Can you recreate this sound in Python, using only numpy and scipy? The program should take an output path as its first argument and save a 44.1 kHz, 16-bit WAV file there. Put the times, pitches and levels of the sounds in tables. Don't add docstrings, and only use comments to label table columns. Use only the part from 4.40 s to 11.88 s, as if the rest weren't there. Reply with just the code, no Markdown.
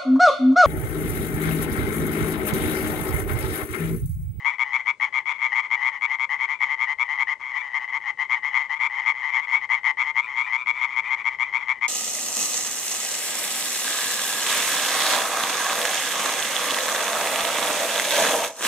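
import sys
import numpy as np
from scipy import signal
from scipy.fft import rfft, irfft
from scipy.io import wavfile

SR = 44100
rng = np.random.default_rng(int(sys.argv[2]) if len(sys.argv) > 2 else 0)


def master(y):
    cut = np.clip(np.atleast_2d(y).T, -1, 1)
    pcm = np.round(cut * 32767)
    wavfile.write(sys.argv[1], SR, pcm.astype(np.int16))


def invert_db(x):
    u = np.asarray(x, float) / 20
    return 10 ** u


N = 329848
MIC_LEFT_DB = 10.5
PITCH_RISE_MID = .6


def near_frogs():
    # gap_ms, sac_hz, pan_db, first_pulse_softness_db
    near_voice = (7.55, 2151.7, 10.8, 9.9)
    rival_voice = (6.6, 2038, 10.3, 5.9)
    # start_s, peak_db, pulses
    bout_1 = [(0.0451, -20.5, 8.8), (0.1826, -15, 6.9), (0.3213, -14.5, 6.4), (0.459, -14.5, 6.65),
              (0.5989, -15, 7.04), (0.7293, -17, 8.3), (0.8725, -18.5, 7.1), (1.0067, -16, 8.35),
              (1.1374, -16.9, 9.4), (1.3023, -15, 6.8), (1.4365, -16, 7), (1.6096, -15.5, 6.7),
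              (1.7849, -17.5, 8.86), (1.989, -18.5, 8.8), (2.2047, -13.5, 5.04), (2.3923, -16, 7.4),
              (2.5848, -15, 6.55), (2.7872, -15.5, 6.1)]
    bout_2 = [(3.8941, -15, 7.56), (4.1316, -14, 6.7), (4.391, -18.5, 11), (4.6507, -15, 7.7),
              (4.9248, -15.5, 6.7), (5.1119, -14.5, 6.05), (5.299, -15, 7.6), (5.4317, -16.5, 6.2),
              (5.5748, -16.5, 7.07), (5.7544, -13.5, 6.74), (5.9535, -16.5, 9.2), (6.1126, -15.5, 7.04),
              (6.2598, -15, 6.86), (6.4024, -15, 7.3), (6.5521, -15, 6.7), (6.6958, -16, 7.1),
              (6.8429, -15, 6.25), (6.9861, -16, 6.7), (7.1263, -15, 6.24), (7.2725, -15, 6.7),
              (7.4112, -15, 6.7)]
    rival = [(1.119, -14.5, 2.6), (1.1733, -19.5, 5), (1.4083, -18, 4.5), (1.4592, -22.5, 6.4),
             (1.6966, -21, 8.95), (1.8912, -20, 8.7), (2.0783, -21, 9.53), (2.2853, -20, 9.6),
             (2.4714, -19.5, 9.44), (2.6789, -21, 9.2), (2.8715, -20.5, 9.8), (3.1369, -22, 7),
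             (3.3329, -19.0, 7.7), (3.5235, -19.5, 8.3), (3.6592, -20.5, 7.47), (3.7879, -18, 6.7),
             (4.0229, -26, 5), (4.0298, -21, 9.5), (4.1615, -20.5, 9.7), (4.2952, -19.5, 7.8),
             (4.397, -20.5, 10.9), (4.5676, -19, 5.7), (4.6494, -22, 32), (4.821, -21, 4.7),
             (4.831, -22.5, 16), (4.9597, -18, 6.5), (5.2122, -23.5, 6.6), (5.2905, -19, 5.2),
             (5.4481, -16.5, 9.9), (5.6477, -20.5, 9.7)]
    return frogs(sung(list(bout_1) + list(bout_2), near_voice) + sung(rival, rival_voice))


def neighbours():
    # gap_ms, sac_hz, pan_db, first_pulse_softness_db
    low_voice = (7.3, 2000, 8, 2.7)
    middle_voice = (7.4, 2070, 8, 2.7)
    high_voice = (6, 2170, 14, 2.7)
    shrill_voice = (7.9, 2280, 8, 20)
    # start_s, peak_db, pulses
    low = [(-0.0414, -34.5, 17), (0.2424, -29, 27), (0.3417, -33, 9.1), (0.5976, -26.5, 9.8),
           (1.3644, -31, 25), (1.518, -29.5, 8.5), (1.6707, -28.5, 17), (1.9216, -24.5, 5.4),
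           (2.6345, -30.5, 4.9), (2.87, -24.5, 7.8), (3.1074, -28.5, 13), (3.2147, -29, 9.5),
           (3.29, -31.9, 5), (3.3943, -26, 8), (3.4102, -35, 2.2), (3.6387, -26, 9.8), (3.9525, -26, 4.6),
           (4.0613, -37.5, 7.5), (5.3199, -26, 9.56), (5.8682, -27.5, 10.3), (6.0637, -26, 6.7),
           (7.0235, -30.5, 10.7), (7.3378, -36.5, 7.6)]
    middle = [(0.7837, -27.5, 3.6), (1.0496, -32, 12), (1.2257, -31, 6.2), (2.0005, -25, 7.7),
              (2.2045, -24, 9.7), (2.4489, -39, 3.5), (2.7288, -24, 5.2), (2.7752, -20, 5.3),
              (3.0381, -28, 18), (3.4761, -27, 4.2), (3.6018, -31.5, 5.5), (3.7729, -30, 13),
              (4.2149, -27.5, 6.7), (4.4973, -26.5, 13), (4.5631, -31.5, 17), (4.7407, -27.5, 32),
              (5.0705, -23.5, 30), (5.1787, -36.5, 16), (5.5708, -23, 9.7), (6.4643, -28, 10.7),
              (6.622, -30.5, 7.8), (6.7621, -28.8, 7.7), (6.8829, -29, 9.9), (7.2011, -31.5, 8.7)]
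    high = [(0.0459, -17.5, 6.3), (0.0913, -34, 15), (0.7244, -28.5, 33), (0.8556, -22, 24),
            (0.9264, -32.5, 7.7), (0.9813, -29.5, 5.6), (2.0942, -29.5, 10.8), (2.9952, -36, 10),
            (3.1513, -27.5, 21), (4.3491, -28.5, 4.6), (4.8729, -33, 16), (5.0086, -27.5, 7.5),
            (5.1278, -20.5, 7.7)]
    shrill = [(5.7994, -28.5, 8.45), (5.9929, -27.5, 13), (6.1515, -26, 9.7), (6.338, -26.5, 7.6),
              (6.494, -30.5, 7.2), (6.622, -29, 8.7), (6.7621, -29.5, 6.9), (6.89, -36.5, 6.9),
              (7.0106, -16, 3.4), (7.142, -24, 5.15), (7.274, -28.5, 7), (7.405, -26, 6.2)]
    calls = sung(low, low_voice) + sung(middle, middle_voice)
    calls += sung(high, high_voice) + sung(shrill, shrill_voice)
    return frogs(calls)


def sung(calls, voice):
    gap_ms, pitch_hz, pan_db, soft_db = voice
    return [(s, peak_db, gap_ms, pulses, pitch_hz, pan_db, soft_db) for s, peak_db, pulses in calls]


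def frogs(calls):
    call_pitch_spread, beat_rise, slap_jitter, slap_spread_db = .011, .05, .02, .6
    breath_fade_db = 1
    start_s, peak_db, gap_ms, pulses, pitch_hz, pan_db, soft_db = np.array(calls).T[:, :, None]
    k = np.arange(11)
    chance = rng.standard_normal((len(calls), len(k), 36))
    gaps_ms = gap_ms * (1 + .3 * .4 ** k)
    at_s = start_s + (np.cumsum(gaps_ms, axis=1) - gaps_ms) / 1000 + 0.00013 * chance[..., 0]
    pitch_hz = pitch_hz * (1 + call_pitch_spread * chance[:, :1, 2])
    fade_db = breath_fade_db * 0.5 ** np.clip(pulses - k - 1, 0, 11)
    pulse_db = peak_db - 4.0 - soft_db * 0.36 ** k - fade_db + 0.5 * chance[..., 1]
    gain = invert_db(pulse_db) * np.clip(pulses - k, 0, 1)
    on = (gain > 0) & (at_s > -.03) & (at_s * SR < N)

    def spread(v):
        return np.broadcast_to(v, at_s.shape)[on]

    through, pitch_hz, chance = spread(1 - 0.56 ** k), spread(pitch_hz), chance[on]
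    beat_s = (2 / (pitch_hz * (1 + beat_rise * (through - PITCH_RISE_MID))))[:, None]
    slap_s = beat_s * (np.arange(6) + slap_jitter * (1 + chance[:, 24:30]).clip(0, 3))
    strength = gain[on][:, None] * invert_db(slap_spread_db * chance[:, 6:12])
    pulse = sac_ring(pitch_hz, through, slap_s, strength, chance)
    throat = throat_ring(pitch_hz, through, slap_s, beat_s, strength, chance)
    pulse[:, :throat.shape[1]] += throat
    where = (at_s[on] * SR).astype(int)[:, None] + np.arange(pulse.shape[1]) + SR
    out = []
    for side in sides(spread(pan_db)):
        placed = np.bincount(where.ravel(), (pulse * side[:, None]).ravel(), N + 2 * SR)
        out.append(placed[SR:SR + N])
    return signal.sosfilt(signal.butter(6, 760.0, "high", fs=SR, output="sos"), out)


def sac_ring(pitch_hz, through, slap_s, strength, chance):
    # sac_pitch_multiple, rise_share, level_db, t60_s
    sac_modes = [(.425, 0.032, -10, 0.038), (.56, 0.064, -7.5, 0.013), (1.0, 0.072, 5.5, 0.0092)]
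    slap_gains = [0.32, 0.81, 1.18, 0.59, 0.43, 0.31]
    ring = struck(sac_modes, pitch_hz, through, slap_s, strength * slap_gains, chance[:, 12:], length_s=.015)
    return signal.sosfilt(signal.butter(3, 2700.0, fs=SR, output="sos"), ring)


def throat_ring(pitch_hz, through, slap_s, beat_s, strength, chance):
    snap_jitter, dull_start_db = .07, 5.5
    # sac_pitch_multiple, rise_share, level_db, t60_s
    throat_modes = [(1.3, 0.044, -22.5, 0.0054), (1.85, 0.047, -25.5, 0.0061), (2.5, 0.055, -24, 0.0047),
                    (3.15, 0.12, -24.5, 0.0046), (4.05, 0.018, -46.5, 0.017), (4.8, 0.051, -60, 0.009),
                    (6.0, .05, -68.5, 0.0043)]
    overtone = [(1.57, 0.067, -19.5, 0.0048)]
    snap_gains = [1.14, 1.02, 0.55, 0.45, 0.52, 0.11]
    snap_s = slap_s + beat_s * snap_jitter * (2 + chance[:, 30:]).clip(0, 4)
    strength = strength * invert_db(-dull_start_db * (1 - through))[:, None] * snap_gains
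    ring = struck(throat_modes, pitch_hz, through, snap_s, strength, 6.0 * chance[:, 15:], length_s=.009)
    ring += struck(overtone, pitch_hz, through, .955 * slap_s, strength, chance[:, 22:], length_s=.009)
    return signal.sosfilt(signal.butter(2, 9000.0, fs=SR, output="sos"), ring)


def struck(modes, pitch_hz, through, slap_s, strength, chance, length_s):
    pitch_wobble = .004
    t = np.arange(round(length_s * SR)) / SR
    slaps_so_far = (t[:, None] >= slap_s[:, None, :]).sum(axis=2)
    out = 0
    for k, (multiple, rise, level_db, t60_s) in enumerate(modes):
        drift = 1 + rise * (through - PITCH_RISE_MID) + pitch_wobble * chance[:, k]
        mode_hz = pitch_hz * multiple * drift
        pole = (2j * np.pi * mode_hz - np.log(1000) / t60_s)[:, None]
        charge = np.cumsum(np.c_[0 * mode_hz, strength * np.exp(-pole * slap_s)], axis=1)
        ring = (np.take_along_axis(charge, slaps_so_far, axis=1) * np.exp(pole * t)).imag
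        out = out + invert_db(level_db) * (-1) ** k * ring
    return out


def sides(pan_db):
    ratio = invert_db(pan_db)
    return np.array([2 * ratio, 2 + 0 * ratio]) / (1 + ratio)


def far_chorus(count):
    far_db = -46
    u = rng.random((count, 6))
    start_s, peak_db = u[:, 0] * N / SR - .05, far_db + 6.0 * u[:, 1]
    gap_ms, pulses = 6.8 + 1.8 * u[:, 2], 6.5 + 3.0 * u[:, 3]
    pitch_hz, pan_db = 1960.0 + 220.0 * u[:, 4], 5.5 + 5.0 * u[:, 5]
    soft_db = np.full(count, 7.3)
    return frogs(np.c_[start_s, peak_db, gap_ms, pulses, pitch_hz, pan_db, soft_db]) * lulls()


def lulls():
    width_s, depth = .022, .9
    lull_times = [.435, 0.548, .705, 1.286, 2.179, 2.565, 2.86, 2.979, 3.465, 3.61, 3.745, 3.874, 4.005,
                  5.274, 5.415, 5.56, 5.729, 5.87, 6.255]
    t = np.arange(0, N / SR, .002)
    away_s = np.abs(t[:, None] - lull_times).min(axis=1)
    return np.interp(np.arange(N) / SR, t, 1 - depth * np.exp(-(away_s / width_s) ** 4))


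def reeds(x):
    t60_s = 0.14
    t = np.arange(SR // 4) / SR
    common, own = rng.standard_normal((2, len(t)))
    tail = (common + 0.33 * own * [[1], [-1]]) * invert_db(-60 * t / t60_s) * (t > .004)
    tail = signal.lfilter([1], [1, -.55], tail)
    return signal.fftconvolve(x, tail / np.sqrt(np.sum(tail ** 2) / 2), axes=1)[:, :N]


def ticks():
    # at_s, level_db
    snaps = [
        (2.838, -60),
        (3.702, -61),
        (3.288, -68),
        (7.31, -66),
    ]
    t = np.arange(N) / SR
    shape = sum(invert_db(level_db) * np.exp(-((t - s) / .003) ** 2) for s, level_db in snaps)
    bright = signal.butter(4, 8000.0, "high", fs=SR, output="sos")
    return shape * signal.sosfilt(bright, rng.standard_normal((2, N)))


def night():
    hiss_db = -68
    # at_s, level_db
    hum_level = [
        (0.0, -66.5),
        (6.3, -65.5),
        (7.0, -62.5),
        (7.48, -64.5),
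    ]
    # freq_hz, level_db_per_hz
    hum_colour = [(18, -21), (30, -5.5), (86, -5.5), (134, -1.5), (195, -7.5), (242, -4), (297, -11.5),
                  (346, -2.5), (471, -3), (640, -3.5), (830, -29.5), (1410, -120)]
    hiss_colour = [(200, -44.5), (500, -19), (1500, -13), (4000, -20.5), (8000, -23.5), (12000, -46.5)]
    s, hum_db = np.transpose(hum_level)
    hum = invert_db(np.interp(np.arange(N) / SR, s, hum_db)) * coloured_noise(hum_colour, alike=0.9)
    return hum + invert_db(hiss_db) * coloured_noise(hiss_colour, alike=0.4)


def coloured_noise(spectrum, alike):
    freq_hz, level_db = np.transpose(spectrum)
    bins_hz = np.maximum(np.arange(N // 2 + 1) * SR / N, 1)
    colour = invert_db(np.interp(np.log(bins_hz), np.log(freq_hz), level_db))
    common, own = irfft(rfft(rng.standard_normal((2, N))) * colour, N)
    alike = np.clip(alike, 0, 1)
    both = np.sqrt(1 + alike) * common + np.sqrt(1 - alike) * own * [[1], [-1]]
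    return rms_one(both) * sides(MIC_LEFT_DB)[:, None]


def rms_one(x):
    return x / np.sqrt(np.mean(x ** 2) + 1e-20)


def drone():
    level_db, from_s, fade_in_s, waver_hz = -75, 6.75, .25, 6.3
    tones_hz = [240.0, 362.0]
    t = np.arange(N) / SR
    tones = 0
    for hz in tones_hz:
        waver = 2 * np.sin(2 * np.pi * waver_hz * t + hz)
        tones = tones + np.sin(2 * np.pi * hz * t + waver)
    fade = np.clip((t - from_s) / fade_in_s, 0, 1)
    return invert_db(level_db) * fade * tones * sides(MIC_LEFT_DB)[:, None]


def scene():
    near_reeds_db, neighbour_reeds_db, far_scatter, far_gain = -18, -9.5, 1.3, 4.5
    near = near_frogs()
    around = neighbours()
    chorus = far_chorus(count=70)
    scattered = reeds(invert_db(near_reeds_db) * near + invert_db(neighbour_reeds_db) * around + far_scatter * chorus)
    return near + around + far_gain * chorus + scattered + ticks() + night() + drone()


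def top_cut(x):
    return signal.sosfilt(signal.butter(12, 13900, fs=SR, output="sos"), x)


def record(dry):
    return top_cut(dry)


dry = scene()
out = record(dry)
master(out)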